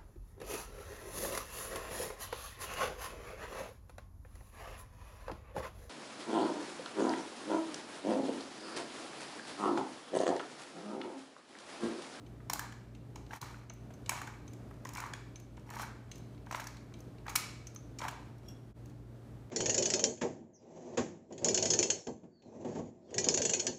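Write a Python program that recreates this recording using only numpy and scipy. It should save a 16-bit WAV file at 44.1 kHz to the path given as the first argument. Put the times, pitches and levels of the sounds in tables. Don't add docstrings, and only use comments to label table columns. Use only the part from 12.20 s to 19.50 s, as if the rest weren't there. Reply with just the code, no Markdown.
import sys
import numpy as np
from scipy import signal
from scipy.fft import rfft, irfft
from scipy.io import wavfile

SR = 44100
rng = np.random.default_rng(int(sys.argv[2]) if len(sys.argv) > 2 else 0)


def unload_audio(sound):
    columns = np.transpose(np.atleast_2d(sound))
    steps = np.round(np.clip(columns, -1, 1) * 32767)
    wavfile.write(sys.argv[1], SR, steps.astype(np.int16))


def gain_from_db(level_db):
    decades = np.asarray(level_db, float) / 20
    return 10 ** decades


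N = 322001

# frequency in Hz, rms level in dB.
MOTOR_TONES = [(55.43, -60), (58.86, -65), (117.67, -53), (120.05, -103), (221.7, -67), (266, -70),
               (294, -66), (347, -82)]
# frequency in Hz, level in dB per Hz.
AIR_SPECTRUM = [(18, -40.5), (34, -17), (48, -10), (134, -5), (170, -8.5), (374, -12.5), (526, -19.5),
                (600, -19), (889, -26.5), (1350, -30), (1810, -34), (2170, -37), (2980, -40), (8520, -47),
                (16000, -53.5)]
# frequency in Hz, T60 in seconds, tail level in dB.
ROOM_DECAY = [(497, 0.48, -1.5), (1510, 0.69, -2.5), (4000, 0.67, -1.5), (7230, 0.58, -3),
              (10230, 0.37, -4), (14400, 0.19, -5.5)]
# time in seconds, fade-out in seconds, fade-in in seconds.
LEVEL_DIPS = [
    (1.206, 0.068, 0.017),
    (6.536, 0.03, 0.038),
]
# frequency in Hz, width in Hz, level in dB.
RIM_MODES = [(2780, 87, -12), (3340, 17, 1), (5260, 30, -14), (5590, 66, 0), (7670, 40, -11),
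             (10200, 32, -13), (11850, 92, -19), (12800, 64, -16)]
# frequency in Hz, width in Hz, level in dB.
SHELL_MODES = [(2273, 97, 5.5), (3140, 200, 6.5), (4120, 380, -2.5), (5640, 290, 8), (6760, 450, -5),
               (8520, 100, 4), (11000, 260, -28), (13400, 400, 1.5)]
# frequency in Hz, width in Hz, level in dB.
HOLLOW_MODES = [(872, 61, 7.5), (960, 31, 8.5), (1150, 140, 4.5), (1440, 500, -0.5), (1640, 230, 2.5),
                (2167, 680, -9)]
# time in seconds, level in dB.
RIM_SCRAPE = [(6.245, -75), (6.262, -70), (6.28, -72), (6.287, -51.5), (6.297, -59), (6.335, -68),
              (6.35, -87), (6.39, -91)]
# time in seconds, clink in dB, blur in dB, skin tick in dB, tick brightness in dB.
CAP_TAPS = [(0.0643, -65, -2, -55, -8.5), (0.7502, -63.5, 8, -51, -7.5), (0.9582, -63, -13, -38, -0.5),
            (1.498, -44.5, 5, -48, -8), (1.5364, -59, 2, -51, 11), (1.7385, -61, 7, -47, 2),
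            (2.279, -54.5, 3, -47, -5.5), (2.3341, -67, 0, -42.5, 2.5), (3.1582, -48.5, -6, -43.5, -4),
            (3.2, -59, -3, -47, 6), (3.9152, -52, 2, -36, -2.5), (3.9569, -57, -4, -45, 4),
            (4.4702, -44, 11, -66, 2), (4.7396, -55.5, 7, -48, -8), (4.805, -59, 5, -48.5, 9),
            (5.47, -45.5, 11.5, -37.5, 1.5), (5.5605, -44, 8, -52, -9.5)]
# start in seconds, swell in seconds, ease in seconds, body in dB, crumbs in dB.
TWISTS = [(0.31, .13, 0.058, -41.5, -61), (1.09, 0.057, 0.3, -38.5, -53), (1.86, 0.08, 0.26, -40.5, -53.5),
          (2.629, .2, 0.19, -40.5, -60.5), (3.459, 0.16, 0.077, -35.5, -49),
          (4.27, 0.088, .25, -44.5, -54.5), (5.05, 0.038, 0.14, -38.5, -57), (5.79, 0.054, .06, -34, -52)]
# time in seconds, peak in dB, pitch in
# Hz.
MILL_KNOCKS = [(0.299, -34.5, 1026), (0.334, -38.5, 875), (0.394, -37.5, 1650), (1.133, -37.5, 845),
               (1.228, -42.5, 1056), (1.894, -35.5, 1020), (1.919, -38.5, 755), (1.932, -37, 1020),
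               (1.976, -43.5, 870), (2.016, -42.5, 1150), (2.075, -40.5, 1570), (2.654, -39, 1047),
               (2.76, -41.5, 990), (2.781, -37.5, 1020), (2.801, -43, 1470), (2.839, -41, 1060),
               (2.936, -43, 1700), (3.567, -45, 940), (3.597, -35, 1080), (3.632, -40.5, 1520),
               (4.311, -34.5, 1036), (4.326, -38.5, 970), (4.347, -31, 973), (5.065, -41, 1600),
               (5.083, -36.5, 900), (5.156, -28.5, 1280), (5.819, -33, 996), (5.836, -48, 1150),
               (5.851, -34.5, 960), (5.883, -38, 980),
               (0.204, -57.5, 1230), (0.359, -42, 1100), (0.525, -49.5, 1710), (0.96, -48.5, 900),
               (1.109, -46.5, 1560), (1.159, -43, 1020), (1.344, -51.5, 1360), (1.503, -50.5, 676),
               (1.706, -51, 665), (2.511, -51, 630), (2.69, -50, 930), (3.377, -52, 940),
               (3.492, -47.5, 870), (3.508, -46, 1000), (3.537, -49, 840), (4.269, -48, 960),
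               (4.398, -41.5, 1675), (4.47, -45.5, 1710), (4.723, -60, 1080), (5.561, -56.5, 1270),
               (5.804, -45, 1050), (5.865, -45, 1090)]
# time in seconds, peak in dB, mid re peak in dB, top re peak in dB, ring in Hz.
SPLITS = [(0.2991, -19, -10, -8.5, 5560), (0.334, -18, -13, -3, 7250), (0.394, -26, -10, -1, 7300),
          (1.215, -26, -36, -7, 4020), (1.894, -16.5, -8, -5.5, 7920), (2.6905, -33, -12, -8, 6850),
          (2.7513, -31.5, -8, -9, 5940), (2.803, -29.5, -14, -7, 6630), (2.9362, -29, -5, -17, 3340),
          (3.503, -35, -14, -6.5, 7500), (4.3128, -32, -17, -9, 5830), (4.347, -36.5, 3, -19, 3720),
          (4.471, -30.5, -38, -6.5, 5870), (5.1595, -11.5, -17.5, -9, 7070)]
# time in seconds, peak in dB, mid re peak in dB, top re peak in dB, ring in Hz.
CRUSHES = [(2.7706, -35, -4.5, -9, 8140), (2.784, -37, -21, -16, 5680), (3.6173, -37, -10, -1, 7400),
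           (4.3246, -35, -7, -16, 6000), (4.355, -35.5, -12, -9, 5760), (4.399, -34.5, -4, -7, 6400),
           (5.095, -32.5, -7, -6, 6600), (5.1552, -20.5, -6.5, 1, 5830), (5.7872, -30.5, -9, -17, 5640),
           (5.8815, -30.5, -5, -9, 5590)]
# time in seconds, peak in dB, brightness in dB.
CRACKLES = [(0.5232, -42, 0), (1.11, -52, -9), (1.1326, -44, 1), (1.1396, -40, 3), (1.1623, -39, 10),
            (1.8615, -40, -7.5), (2.017, -35, 4), (2.0727, -38.5, 1), (2.6514, -36, 1.5), (2.6705, -40, 2),
            (2.7356, -37, 7), (2.8645, -42, 4), (3.5373, -41, 1), (3.556, -39, 8), (3.5945, -39, 2),
            (4.2637, -49, 0), (4.4413, -37, 4), (4.569, -45, -3.5), (5.0666, -43.5, 2), (5.0814, -42.5, -9),
            (5.8156, -39, -7), (5.9115, -43, 7)]
# time in seconds, peak in dB, brightness in dB.
FINGER_SLIPS = [(1.065, -60, -15.5), (1.708, -53, -2), (2.5092, -63, 16), (2.541, -56, 4),
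                (3.3703, -50, -5), (3.3957, -52, 0), (3.9809, -48, 7), (4.147, -61, -9), (4.1779, -69, -20),
                (4.79, -51, 5), (4.983, -67, -20.5), (5.548, -45.5, 10), (6.1828, -57.5, 9),
                (6.2322, -58.5, -2), (6.2592, -58, -3), (6.2866, -48.5, 7), (6.658, -48.5, 5.5),
                (6.6977, -54, 3)]

BANDS_HZ = 350 * 2 ** np.arange(0, 5.6, .5)
BEAT_CREST_S = 3.36
AIR_DB, MOTOR_RATTLE_DB = -54, 3.0
BASS_CUT_HZ = 45
CAP_HZ, CAP_SPREAD = 6250, .004
CAP_T60_S, CAP_WAVER_DB = .42, 3.5
CAP_THIN_DB, CAP_SIDE_DB = -20, -14.5
SWELL_DB, EASE_DB = 23.5, 24.5
SPLIT_MS, CRUSH_MS, SMALL_MS = 2.8, 6.9, 3.3
SMALL_MID_DB, SMALL_TOP_DB = -5, -11
SMALL_RING_HZ, SMALL_RING_SPREAD = 6010, 0.1076


def in_time(rows, outside):
    s, *columns = np.transpose(rows)
    return np.array([np.interp(np.arange(N) / SR, s, c, outside, outside) for c in columns])


def at_hz(points, hz, column=1):
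    points = np.array(points)
    return np.interp(np.log(hz), np.log(points[:, 0]), points[:, column])


def rms_one(x):
    return x / np.sqrt(np.mean(x ** 2) + 1e-20)


def band(x, low_hz, high_hz):
    sos = signal.butter(2, [low_hz, min(high_hz, .45 * SR)], "band", fs=SR, output="sos")
    return signal.sosfilt(sos, x)


def resonances(x, modes):
    out = 0
    for k, (hz, width_hz, db) in enumerate(modes):
        r = np.exp(-np.pi * width_hz / SR)
        poles = [1, -2 * r * np.cos(2 * np.pi * hz / SR), r * r]
        ringing = signal.lfilter([1, 0, -1], poles, x + 1e-18)
        out = out + (-1) ** k * gain_from_db(db) * (1 - r * r) / 2 * ringing
    return out


def grit(per_s, spread_db):
    sizes = gain_from_db(spread_db * np.minimum(rng.exponential(1, N), 4)) * rng.choice([-1, 1], N)
    return rms_one(sizes * (rng.random(N) < per_s / SR))


def flicker(rate_hz, depth_db):
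    r = np.exp(-2 * np.pi * rate_hz / SR)
    drift = signal.lfilter([1], [1, -2 * r, r * r], rng.standard_normal(N))
    return gain_from_db(depth_db * rms_one(drift))


def add(track, s, shape):
    at = round(s * SR)
    track[..., at:at + shape.shape[-1]] += shape[..., :N - at]


def steel(x, ring_db):
    return x + gain_from_db(ring_db) * resonances(x, SHELL_MODES)


def hum():
    t = np.arange(N) / SR - BEAT_CREST_S
    tones = 0
    for hz, db in MOTOR_TONES:
        tone = np.sqrt(2) * gain_from_db(db) * np.cos(2 * np.pi * hz * t)
        tones = tones + tone * flicker(4.9, depth_db=MOTOR_RATTLE_DB * (hz > 200))
    hz = np.maximum(np.fft.rfftfreq(N, 1 / SR), 1)
    air = irfft(rfft(rng.standard_normal(N)) * gain_from_db(at_hz(AIR_SPECTRUM, hz)), N)
    return tones + gain_from_db(AIR_DB) * flicker(3.3, depth_db=1.41) * rms_one(air)


def scattered(x):
    out, white = 0, rng.standard_normal((2, N))
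    for k, low_hz in enumerate(BANDS_HZ):
        high_hz = low_hz * np.sqrt(2)
        r = gain_from_db(-120 / (at_hz(ROOM_DECAY, low_hz * 2 ** 0.29) * SR))
        power = signal.lfilter([1 - r], [1, -r], band(x, low_hz, high_hz) ** 2)
        level = gain_from_db(at_hz(ROOM_DECAY, low_hz * 2 ** 0.31, column=2))
        out = out + rms_one(band(white[k % 2], low_hz, high_hz)) * np.sqrt(power) * level
    return np.roll(out, round(.006 * SR))


def echoes(x):
    t, tail = np.arange(SR) / SR, 0
    for low_hz in BANDS_HZ:
        noise = rms_one(band(rng.standard_normal(SR), low_hz, low_hz * np.sqrt(2)))
        noise = noise * np.sqrt(low_hz / BANDS_HZ[-1])
        level_db = at_hz(ROOM_DECAY, low_hz * 2 ** 0.44, column=2)
        t60_s = at_hz(ROOM_DECAY, low_hz * 2 ** 0.62)
        tail = tail + noise * gain_from_db(level_db - 60 * t / t60_s)
    tail = tail * np.clip((t - .004) / 0.0014, 0, 1)
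    return signal.fftconvolve(x, gain_from_db(-31) * tail)[:N]


def scrape():
    contact = grit(9000, spread_db=2.5)
    return gain_from_db(in_time(RIM_SCRAPE, -200)[0]) * rms_one(resonances(contact, RIM_MODES))


def taps():
    out, t = np.zeros(N), np.arange(SR // 2) / SR
    chances = rng.standard_normal((len(CAP_TAPS), 5))
    for (s, peak_db, blur_db, _, _), chance in zip(CAP_TAPS, chances):
        hz = CAP_HZ * (1 + CAP_SPREAD * chance[4])
        mode = np.sin(2 * np.pi * hz * t)
        side_modes = np.sin(2 * np.pi * hz * np.outer([.915, .955, 1.035, 1.075], t))
        cluster = mode + gain_from_db(CAP_SIDE_DB + blur_db) * (np.sign(chance[:4]) @ side_modes)
        thin = gain_from_db(CAP_THIN_DB - blur_db - 60 * t / CAP_T60_S) * mode
        add(out, s, gain_from_db(peak_db - 0.5) * (gain_from_db(-60 * t / 0.034) * cluster + thin))
    return out * flicker(90, depth_db=CAP_WAVER_DB)


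def load():
    t, out = np.arange(N) / SR, 0
    for s, swell_s, ease_s, body_db, crumbs_db in TWISTS:
        db = np.interp(t - s, [0, swell_s, swell_s + ease_s], [-SWELL_DB, 0, -EASE_DB], -200, -200)
        out = out + gain_from_db(db + np.array([[body_db], [crumbs_db]]))
    return out


def grinding():
    body_load, crumbs_load = load()
    dull = grit(4000, spread_db=6.0) * flicker(60, depth_db=3.0)
    body = rms_one(resonances(dull, HOLLOW_MODES))
    fine = band(grit(14000, spread_db=9.5) * flicker(80, depth_db=0.0), 1700, 13000)
    crumbs = rms_one(steel(fine, ring_db=6.5))
    return gain_from_db(-6.5) * body_load * body + gain_from_db(-1.0) * crumbs_load * crumbs


def knocks():
    rings, jolts, t = np.zeros(N), np.zeros(N), np.arange(1500) / SR
    for s, peak_db, hz in MILL_KNOCKS:
        shape = gain_from_db(peak_db) * (1 - np.exp(-t / 0.0012)) * np.exp(-t / 0.0028)
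        add(rings, s - .001, gain_from_db(9.5) * shape * np.sin(2 * np.pi * hz * t))
        add(jolts, s - .001, shape)
    crunch = band(band(jolts * grit(14000, spread_db=-1.5), 570, 2200), 570, 2200)
    return rings + gain_from_db(18.5) * crunch


def fractures():
    rows = [row + (SPLIT_MS,) for row in SPLITS] + [row + (CRUSH_MS,) for row in CRUSHES]
    skin_ticks = [(s, tick_db, bright_db) for s, _, _, tick_db, bright_db in CAP_TAPS]
    small = CRACKLES + FINGER_SLIPS + skin_ticks
    pitches_hz = SMALL_RING_HZ * (1 + SMALL_RING_SPREAD * rng.standard_normal(len(small)))
    for (s, db, bright_db), hz in zip(small, pitches_hz):
        rows.append((s, db, SMALL_MID_DB - bright_db, SMALL_TOP_DB + bright_db, hz, SMALL_MS))
    return rows


def snaps():
    bursts, rings = np.zeros((3, N)), np.zeros(N)
    for s, peak_db, mid_db, top_db, hz, length_ms in fractures():
        t = np.arange(round(.003 * max(length_ms, 1) * SR)) / SR
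        u = t / (0.0012 * max(length_ms, 1))
        shape = np.minimum(u / 0.09, 1) * np.exp(-u ** 2.73 * 0.42)
        add(bursts, s - .001, gain_from_db(peak_db + np.array([[mid_db], [0], [top_db]])) * shape)
        add(rings, s - .001, gain_from_db(peak_db - 16) * shape ** 3 * np.sin(2 * np.pi * hz * t))
    mid, high, top = bursts * grit(18000, spread_db=-2.5)
    mid = gain_from_db(-1) * band(mid, 2100, 4470)
    high = gain_from_db(-9.0) * band(high, 3890, 7790)
    top = gain_from_db(-6) * band(band(top, 7500, 19000), 7500, 19000)
    return rings + steel(mid + high + top, ring_db=1.0)


def scene():
    crunch = snaps() + knocks() + grinding()
    metal = taps() + gain_from_db(-2.5) * scrape()
    room = gain_from_db(-11) * echoes(crunch) + gain_from_db(-6) * steel(scattered(crunch), ring_db=-4)
    metal_room = gain_from_db(-13.5) * echoes(metal)
    return (crunch + metal + gain_from_db(-1.0) * room + metal_room + hum())[None]


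def band_limit(x):
    return signal.sosfilt(signal.butter(12, 15700, fs=SR, output="sos"), x)


def record(dry):
    t, gain = np.arange(N) / SR, 1
    for s, out_s, in_s in LEVEL_DIPS:
        gain = gain * np.clip(np.maximum((s - t) / out_s, (t - s) / in_s), .08, 1)
    bass_cut = signal.butter(5, BASS_CUT_HZ, "high", fs=SR, output="sos")
    top_cut = signal.cheby2(10, 60, 16600, fs=SR, output="sos")
    heard = signal.sosfilt(top_cut, signal.sosfilt(bass_cut, dry * gain))
    return band_limit(heard)


dry = scene()
out = record(dry)
unload_audio(out)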